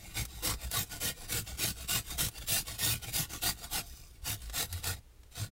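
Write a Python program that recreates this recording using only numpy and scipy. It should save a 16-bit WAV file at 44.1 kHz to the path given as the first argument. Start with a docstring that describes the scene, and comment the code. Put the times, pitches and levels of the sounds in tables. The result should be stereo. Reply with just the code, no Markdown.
"""Loud rasping pushes and light returns, with two pauses: a firm vegetable on a flat steel grater, close by.
The teeth tear the flesh by brittle fracture, in dense clumps of tiny cracks that hiss and excite the
resonances of the steel sheet. Now and then a piece snaps off a tooth. The dragging force shakes the
grater on its support, and a small kitchen adds a short reverberation and faint noise."""
import sys
import numpy as np
from scipy import signal
from scipy.fft import rfft, irfft, next_fast_len
from scipy.io import wavfile
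from scipy.ndimage import uniform_filter1d, map_coordinates

SR = 44100
rng = np.random.default_rng(int(sys.argv[2]) if len(sys.argv) > 2 else 0)


def unload_wav(signal):
    """Save mono or channel-first audio to the path in sys.argv[1] as 16-bit WAV at rate SR, clipped to [-1, 1]."""
    wavfile.write(
        sys.argv[1],
        SR,
        np.round(np.clip(np.atleast_2d(signal).T, -1, 1) * 32767).astype(np.int16),
    )


N = 246959


# Spectrum of the cracking flesh. Each row: frequency in Hz, relative spectral density in dB.
TEAR_SPECTRUM = [(500, -41), (1200, -11.5), (2200, -7.5), (3200, -1.5), (4000, -0.5), (4900, -2.5),
                 (5600, -3), (7500, -2), (11000, -3), (15800, -8.5)]
# Resonances of the steel sheet. Each row: frequency in Hz, bandwidth in Hz, relative gain in dB.
SHEET_MODES = [(483, 54, -12), (710, 45, -2.5), (834, 110, -4.5), (1130, 110, -2), (1460, 53, 2),
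               (1896, 97, 0.5), (2210, 160, 1.5), (2450, 150, -3.5), (2726, 92, 1), (3090, 75, -8.5),
               (3710, 340, -1), (4420, 100, -4), (4700, 300, -3.5), (6240, 81, -13.5), (7320, 300, -5),
               (8260, 250, -9)]
# Spectrum of the dull rubbing. Each row: frequency in Hz, relative spectral density in dB.
DRAG_SPECTRUM = [(150, -28.5), (250, -12.5), (311, 4), (393, -17.5), (468, 1), (571, -14), (704, 1),
                 (830, -2.5), (1020, -11), (1230, -7.5), (1450, 4), (1650, -4), (2000, 0), (2600, -48.5),
                 (4400, -120)]

def grating(force, treble, ring, drag):
    """Stick-slip: teeth catch and let go in clumps of cracks that hiss, ring the sheet and drag it."""
    unsteady_db = 0.5 * wobble(32)
    catches = amp(0.78 * wobble(330) + 1.42 * wobble(110) + unsteady_db)
    tears = catches * fracture(force, lag_ms=0.22, lag_spread_ms=0.1, spread_db=3.5)
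    flesh = roaming(coloured(tears, TEAR_SPECTRUM), depth_db=3.5)
    crunch = lowpassed(flesh, 7000)
    tearing = amp(-1.38) * (force * crunch + treble * (flesh - crunch))
    strikes = amp(3.3 * wobble(200)) * fracture(force, lag_ms=0.27, lag_spread_ms=0.04, spread_db=4)
    steel = amp(-0.83) * ring * roaming(ringing(strikes, SHEET_MODES), depth_db=4.5)
    grip = catches * amp(2.4 * wobble(170))
    slips = grip * fracture(force, lag_ms=0.2, lag_spread_ms=0.11, spread_db=5)
    rubbing = drag * roaming(coloured(slips, DRAG_SPECTRUM), depth_db=3.5)
    return shimmer(tearing + steel, ring_db=-5.5, t60=0.068) + shimmer(rubbing, ring_db=-3, t60=0.073)


# Cycles of the hand, a light return and then a push. Each row: push start in seconds, length in seconds,
# level in dB, hardest moment as a share of the length, offsets of treble, steel ring and drag in dB,
# level of the preceding return in dB.
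STROKES = [(0.131, 0.13, -33, 0.41, -2.2, -1.5, 2.5, -51), (0.42, 0.15, -29.5, 0.28, 1.3, 0.5, 3.4, -47),
           (0.688, 0.17, -29, 0.5, 1, -1, 0.1, -42.5), (0.992, 0.15, -28.5, 0.39, 0.2, -0.7, 1.5, -43.5),
           (1.269, 0.17, -30.5, 0.43, 1, -1.7, 1.4, -45.5), (1.564, 0.18, -27.5, 0.4, 0, -3.2, -1.3, -43),
           (1.867, 0.16, -27, 0.39, 0.5, -1, -1.5, -41), (2.168, 0.13, -25.5, 0.36, -1.5, -4.7, -1.7, -40),
           (2.458, 0.18, -27, 0.41, 2.5, -0.2, -2, -43.5), (2.771, 0.23, -27.5, 0.38, 0.7, -0.8, -2, -39),
           (3.112, 0.16, -29, 0.39, 1.1, 1.1, -5.5, -39), (3.407, 0.14, -26.5, 0.39, 0.7, -1.5, -2.2, -41),
           (3.682, 0.15, -29, 0.51, -1, -2.5, 1.5, -44.5), (4.235, 0.14, -31.5, 0.4, 2, -1, 3, -67),
           (4.505, 0.17, -29.5, 0.51, -0.3, 0, 4, -50.5),
           (4.809, 0.16, -31.5, 0.45, -2.7, -2.5, 2.5, -43.5),
           (5.322, 0.16, -37, 0.53, -3.5, 2.3, 0, -69.5)]
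# Spans in which the flesh never quite leaves the teeth. Each row: start and end in seconds.
CONTACT_SPANS = [(-.03, 3.86), (4.215, 5.0), (5.305, 5.49)]
# Offsets of (treble, steel ring, drag) from the level of the tearing.
PUSH_COLOUR_DB, RETURN_COLOUR_DB, LIFT_COLOUR_DB = (0.2, -5.5, -13.5), (-1.7, -4, -11.5), (4, -1, -18)
LIFT_STROKE = dict(start=3.79, length=0.42, crest=0.37, arch=(0.83, 1.9))  # leads into the first pause

def hand():
    """The driving force sets four gains over time: tearing, its treble, steel ring and drag."""
    def layers(db, colour_db, envelope):
        return np.outer(amp(db + np.array([0, *colour_db])), envelope)

    longest_return_s, overlap_s, rest_s, fade_s = 0.15, 0.0027, 0.01, 0.014
    t = np.arange(N) / SR
    touching = sum(np.clip(np.minimum(t - begin, end - t) / fade_s, 0, 1) for begin, end in CONTACT_SPANS)
    scuffing = amp(2.84 * wobble(45))  # the return skips unevenly over the teeth
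    gains = layers(-55, LIFT_COLOUR_DB, swell(**LIFT_STROKE))
    free_at = -np.inf
    for start, length, db, crest, *offsets_db, return_db in STROKES:
        turn = max(free_at, start - longest_return_s)
        back = swell(turn, start + overlap_s - turn, crest=0.54, arch=(0.87, 0.61))
        gains += layers(return_db, RETURN_COLOUR_DB, scuffing * back)
        push = swell(start, length, crest, arch=(2.41, 1.666))
        bite = np.tanh(0.9 * push) / np.tanh(0.9)  # once the teeth are sunk in, more force adds little
        gains += layers(db, np.add(PUSH_COLOUR_DB, offsets_db), bite)
        free_at = start + length + rest_s
    return np.hypot(gains, layers(-55.5, RETURN_COLOUR_DB, touching))


def swell(start, length, crest, arch):
    """A force pulse peaks at the share crest of its length; the arch exponents sharpen (rise, fall)."""
    progress = np.clip((np.arange(N) / SR - start) / length, 0, 1)
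    skew = np.log(0.5) / np.log(np.clip(crest, 0.1, 0.9))
    return np.abs(np.sin(np.pi * progress ** skew)) ** np.where(progress < crest, *arch)


def fracture(force, lag_ms, lag_spread_ms, spread_db):
    """Brittle fracture: cracks crowd under force; path differences delay each between two microphones."""
    per_second = 2500 + 11000 * np.sqrt(force / force.max())
    at = np.flatnonzero(rng.random(N) < per_second / SR)
    sign, size, place = rng.standard_normal((3, N))[:, at]
    size = np.sign(sign) * amp(spread_db * size) / np.sqrt(per_second[at])
    lag = (lag_ms + lag_spread_ms * place) * SR / 1000
    late = np.clip(np.rint(at + lag), 0, N - 1).astype(int)
    return unit(np.array([np.bincount(late, size, N), np.bincount(at, size, N)]))


def roaming(x, depth_db):
    """Modal coupling varies with position: the travelling contact favours now some modes, now others."""
    spectra = signal.stft(x, nperseg=1024)[2]
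    field = uniform_filter1d(rng.standard_normal(spectra.shape), size=5, axis=1)
    field = uniform_filter1d(field, size=7, axis=2)
    field = unit(field + 2 * field.mean(axis=0))  # mostly alike in the two channels
    return unit(signal.istft(spectra * amp(depth_db * field), nperseg=1024)[1][:, :N])


def shimmer(x, ring_db, t60, count=5, shifts_per_s=3.54):
    """High modal density: thin steel rings like decaying noise, in a blend the damping hand shifts."""
    t = np.arange(SR // 6) / SR
    modes = rng.standard_normal((count, 2, len(t))) * amp(-60 * t / t60)
    modes /= np.linalg.norm(modes, axis=2, keepdims=True)
    rings = signal.fftconvolve(x[None], modes, axes=2)[..., :N]
    blend = np.array([wobble(shifts_per_s) for _ in range(count)])
    blend /= np.linalg.norm(blend, axis=0)
    ring = np.sum(rings * blend[:, None], axis=0)
    return (x + amp(ring_db) * ring) / np.hypot(1, amp(ring_db))


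# Ring of the sheet's two lowest bands. Each row: time in seconds, hollow gain in dB, low gain in dB.
BAND_GAINS = [(.2, 1, 2), (1.1, 2.5, 1), (1.9, -2.5, 0.5), (2.8, -2, -1), (3.7, 0, 0.5), (4.6, 0, -6.5),
              (5.4, 2.5, 1.5)]

def hand_damping(x, hollow_hz=740, low_hz=363, half_width_octaves=0.58):
    """Damping depends on the place of the hand, which lets two low bands ring more or less."""
    def band(centre_hz):
        return filtered(x, lambda hz: np.exp(-(np.log2((hz + 1) / centre_hz) / half_width_octaves) ** 2))

    hollow_db, low_db = curves(BAND_GAINS)
    return x + (amp(hollow_db) - 1) * band(hollow_hz) + (amp(low_db) - 1) * band(low_hz)


# Teeth biting in or pieces snapping off. Each row: start in seconds, level in dB, treble gain in dB.
SNAPS = [(.228, -38, 2), (0.251, -30.5, 6.5), (.537, -24, -12), (.712, -28, 7.5), (1.472, -33.5, -9.5),
         (1.591, -28.5, -3), (2.187, -29.5, -4.5), (2.284, -29, 7.5), (2.381, -34, 5), (2.483, -32, -1),
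         (2.789, -29, 5.5), (2.889, -28, -3), (3.140, -31.5, -3), (3.317, -34, -2), (3.333, -23.5, -6),
         (3.933, -46, -10), (4.418, -45, 6), (4.496, -29.5, -18), (4.726, -31.5, 11.5), (4.841, -27, 6.5),
         (5.232, -44, -13)]

def snaps(t60=0.032, rise_s=0.0015):
    """Sudden release of stress: a larger piece lets go in a short broadband burst."""
    out = np.zeros((2, N + SR))
    t = np.arange(SR // 20) / SR
    for start, db, treble_db in SNAPS:
        burst = rng.standard_normal((2, len(t))) * amp(-60 * t / t60) * (1 - np.exp(-t / rise_s))
        dull = signal.lfilter(*signal.butter(1, 7000, fs=SR), burst)
        crack = dull + amp(treble_db) * (burst - dull)
        out[:, round(start * SR):][:, :len(t)] += amp(db) * crack
    return lowpassed(out[:, :N], 15000)


# Resonances of the teeth. Each row: frequency in Hz, bandwidth in Hz, relative gain in dB.
TOOTH_MODES = [(3760, 49, -8), (5130, 210, 2), (5980, 120, 3)]

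def brushed_teeth():
    """Weak impulses excite resonance: sliding off, the vegetable brushes the teeth and they sing thinly."""
    brushing = np.array([cracks(2700, spread_db=5), cracks(3000, spread_db=7)])
    return amp(-57) * swell(**LIFT_STROKE) * ringing(brushing, TOOTH_MODES)


# Slow sway of the support. Each row: frequency in Hz, relative spectral density in dB.
SWAY_SPECTRUM = [(15, -14.5), (28, -3.5), (45, -15.5), (59, -0.5), (78, -9), (120, -34), (300, -85)]
# Resonances of the support. Each row: frequency in Hz, bandwidth in Hz, relative gain in dB.
SUPPORT_MODES = [(112, 10, 11.5), (147.8, 53, 1.5), (180, 7.9, -16.5), (290, 14, -10)]
# Shudder under a full push, as the grip changes. Each row: time in seconds, level in dB.
SHUDDER_LEVELS = [(.2, -39), (1.1, -41), (1.7, -41), (2.2, -42.5), (3.3, -41.5), (3.8, -43), (4.6, -45.5),
                  (5.4, -39.5)]

def support(force, full_push_db=-28, lag_s=0.018):
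    """Forced vibration: the dragging force shakes grater and table, up to a limit at a full push."""
    def slips():
        return lowpassed(cracks(900, spread_db=2), 450)

    t = np.arange(N) / SR
    load = np.minimum(force / amp(full_push_db), 1)
    sway = (amp(-60) + amp(-48.5) * load ** 0.35) * coloured(rng.standard_normal(N), SWAY_SPECTRUM)
    # The higher modes differ between the two channels.
    twist = amp(-12.5) * np.outer([1, -1], ringing(slips(), SUPPORT_MODES[1:]))
    late_load = np.interp(t - lag_s, t, load)
    shaking = amp(-70.5) + amp(curves(SHUDDER_LEVELS)[0]) * late_load ** 0.82
    return sway + shaking * (ringing(slips(), SUPPORT_MODES) + twist)


# Low thuds of the grater. Each row: centre in seconds, pitch in Hz, level in dB, half width in seconds.
ROCKS = [(0.216, 57.4, -42, 0.036), (.395, 54, -42.5, 0.036), (0.537, 54.9, -38, 0.045),
         (0.67, 60.2, -34, 0.03), (1.416, 111.1, -39.5, 0.028), (1.536, 62.4, -38.5, .03),
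         (2.15, 66.1, -38.5, 0.032), (2.416, 55.2, -43, 0.043), (2.939, 90.8, -40, 0.012),
         (3.086, 113.6, -38, 0.014), (3.207, 158.3, -36, 0.012), (4.239, 56.3, -35, 0.0088),
         (4.333, 105, -36, 0.036), (4.49, 53.3, -41, 0.046), (4.753, 86.5, -34, .037),
         (4.899, 90, -34.5, 0.044), (5.43, 100, -36, .031)]

def rocking():
    """Transient oscillation: the grater rocks under the hand for a few cycles."""
    t = np.arange(N) / SR
    out = np.zeros(N)
    for centre, hz, db, half_width in ROCKS:
        envelope = amp(db) * np.exp(-((t - centre) / half_width) ** 2)
        out += envelope * np.sin(2 * np.pi * (hz * t + rng.random()))
    return out


# Decay of the kitchen. Each row: frequency in Hz, reverberation time in seconds.
KITCHEN_T60 = [(200, 0.18), (2000, 0.09), (12000, 0.037)]

def kitchen(x):
    """Reverberation: absorption rises with frequency, so the treble of the short tail dies first."""
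    hz, t, spectra = signal.stft(rng.standard_normal((2, SR // 3)), SR, nperseg=256)
    decay = amp(-60 * t / along(KITCHEN_T60, hz)[:, None])
    tail = signal.istft(spectra * decay, SR, nperseg=256)[1]
    return signal.fftconvolve(x, tail / np.linalg.norm(tail[0]), axes=1)[:, :N]


# Background of the quiet kitchen. Each row: frequency in Hz, relative spectral density in dB.
ROOM_SPECTRUM = [(15, -34), (25, 1), (53, -4), (144, -33), (342, -23.5), (403, -21), (710, -30),
                 (8730, -37), (15800, -40)]

def room_noise():
    """Stationary noise, strongest in the bass and uncorrelated between the channels."""
    return amp(-58) * coloured(rng.standard_normal((2, N)), ROOM_SPECTRUM)


def cracks(per_second, spread_db):
    """A Poisson process: impulses at random moments and of random size."""
    impulses = (rng.random(N) < per_second / SR) * rng.standard_normal(N)
    return unit(impulses * amp(spread_db * rng.standard_normal(N)))


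def ringing(x, modes):
    """Modal superposition: x through (Hz, bandwidth, dB) resonances, at rms 1."""
    def response(f):
        return sum(amp(db) * 1j * f * width / (hz * hz - f * f + 1j * f * width) for hz, width, db in modes)

    return unit(filtered(x, response))


def coloured(x, spectrum):
    """Spectral shaping of x by (Hz, dB) points, at rms 1."""
    return unit(filtered(x, lambda hz: amp(along(spectrum, hz))))


def lowpassed(x, cutoff_hz):
    """Zero-phase roll-off of 24 dB an octave."""
    return filtered(x, lambda hz: 1 / (1 + (hz / cutoff_hz) ** 4))


def filtered(x, response):
    """Linear filtering: the spectrum of x times a frequency response."""
    size = next_fast_len(N + SR // 2)
    return irfft(rfft(x, size) * response(np.fft.rfftfreq(size, 1 / SR)), size)[..., :N]


def wobble(rate):
    """Smooth random modulation with rate knots a second."""
    return map_coordinates(rng.standard_normal(int(N * rate / SR) + 4), [np.arange(N) * rate / SR])


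def curves(rows):
    """Linear interpolation, at every sample, of each column after the time."""
    times, *columns = np.transpose(sorted(map(tuple, rows)))
    return [np.interp(np.arange(N) / SR, times, column) for column in columns]


def along(points, hz):
    """Interpolation of (Hz, value) points on a logarithmic frequency axis."""
    knots_hz, values = np.transpose(points)
    return np.interp(np.log(hz + 1), np.log(knots_hz + 1), values)


def unit(x):
    """Normalisation to rms 1."""
    return x / np.sqrt(np.mean(x ** 2) + 1e-20)


def amp(db):
    """Decibels to amplitude ratio."""
    return 10 ** (np.asarray(db) / 20)


# Stereo balance of the grater. Each row: frequency in Hz, left minus right level in dB.
BALANCE = [(100, -6), (200, 13.5), (330, -7.5), (600, 0), (1400, -0.6), (2400, 0.5), (4600, 3.5),
           (7000, 2.5), (10000, 3.5), (15000, 10.5)]

def scene():
    """Superposition: the grater, brighter on the left, over its shaking support and the room."""
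    force, treble, ring, drag = hand()
    grater = hand_damping(grating(force, treble, ring, drag)) + snaps() + brushed_teeth()
    grater = filtered(grater, lambda hz: amp(np.outer([0.5, -0.5], along(BALANCE, hz))))
    background = room_noise()
    return grater + amp(-15) * kitchen(grater) + support(force) + rocking() + background


def record(dry, top_hz=15900):
    """Gating and band limiting: the sound stops just before the end and loses its highest treble."""
    gate = np.interp(np.arange(N) / SR, [5.485, 5.505], [1, 0])
    return filtered(dry * gate, lambda hz: np.clip((top_hz - hz) / 300 + 0.5, 0, 1))


dry = scene()
out = record(dry)
unload_wav(out)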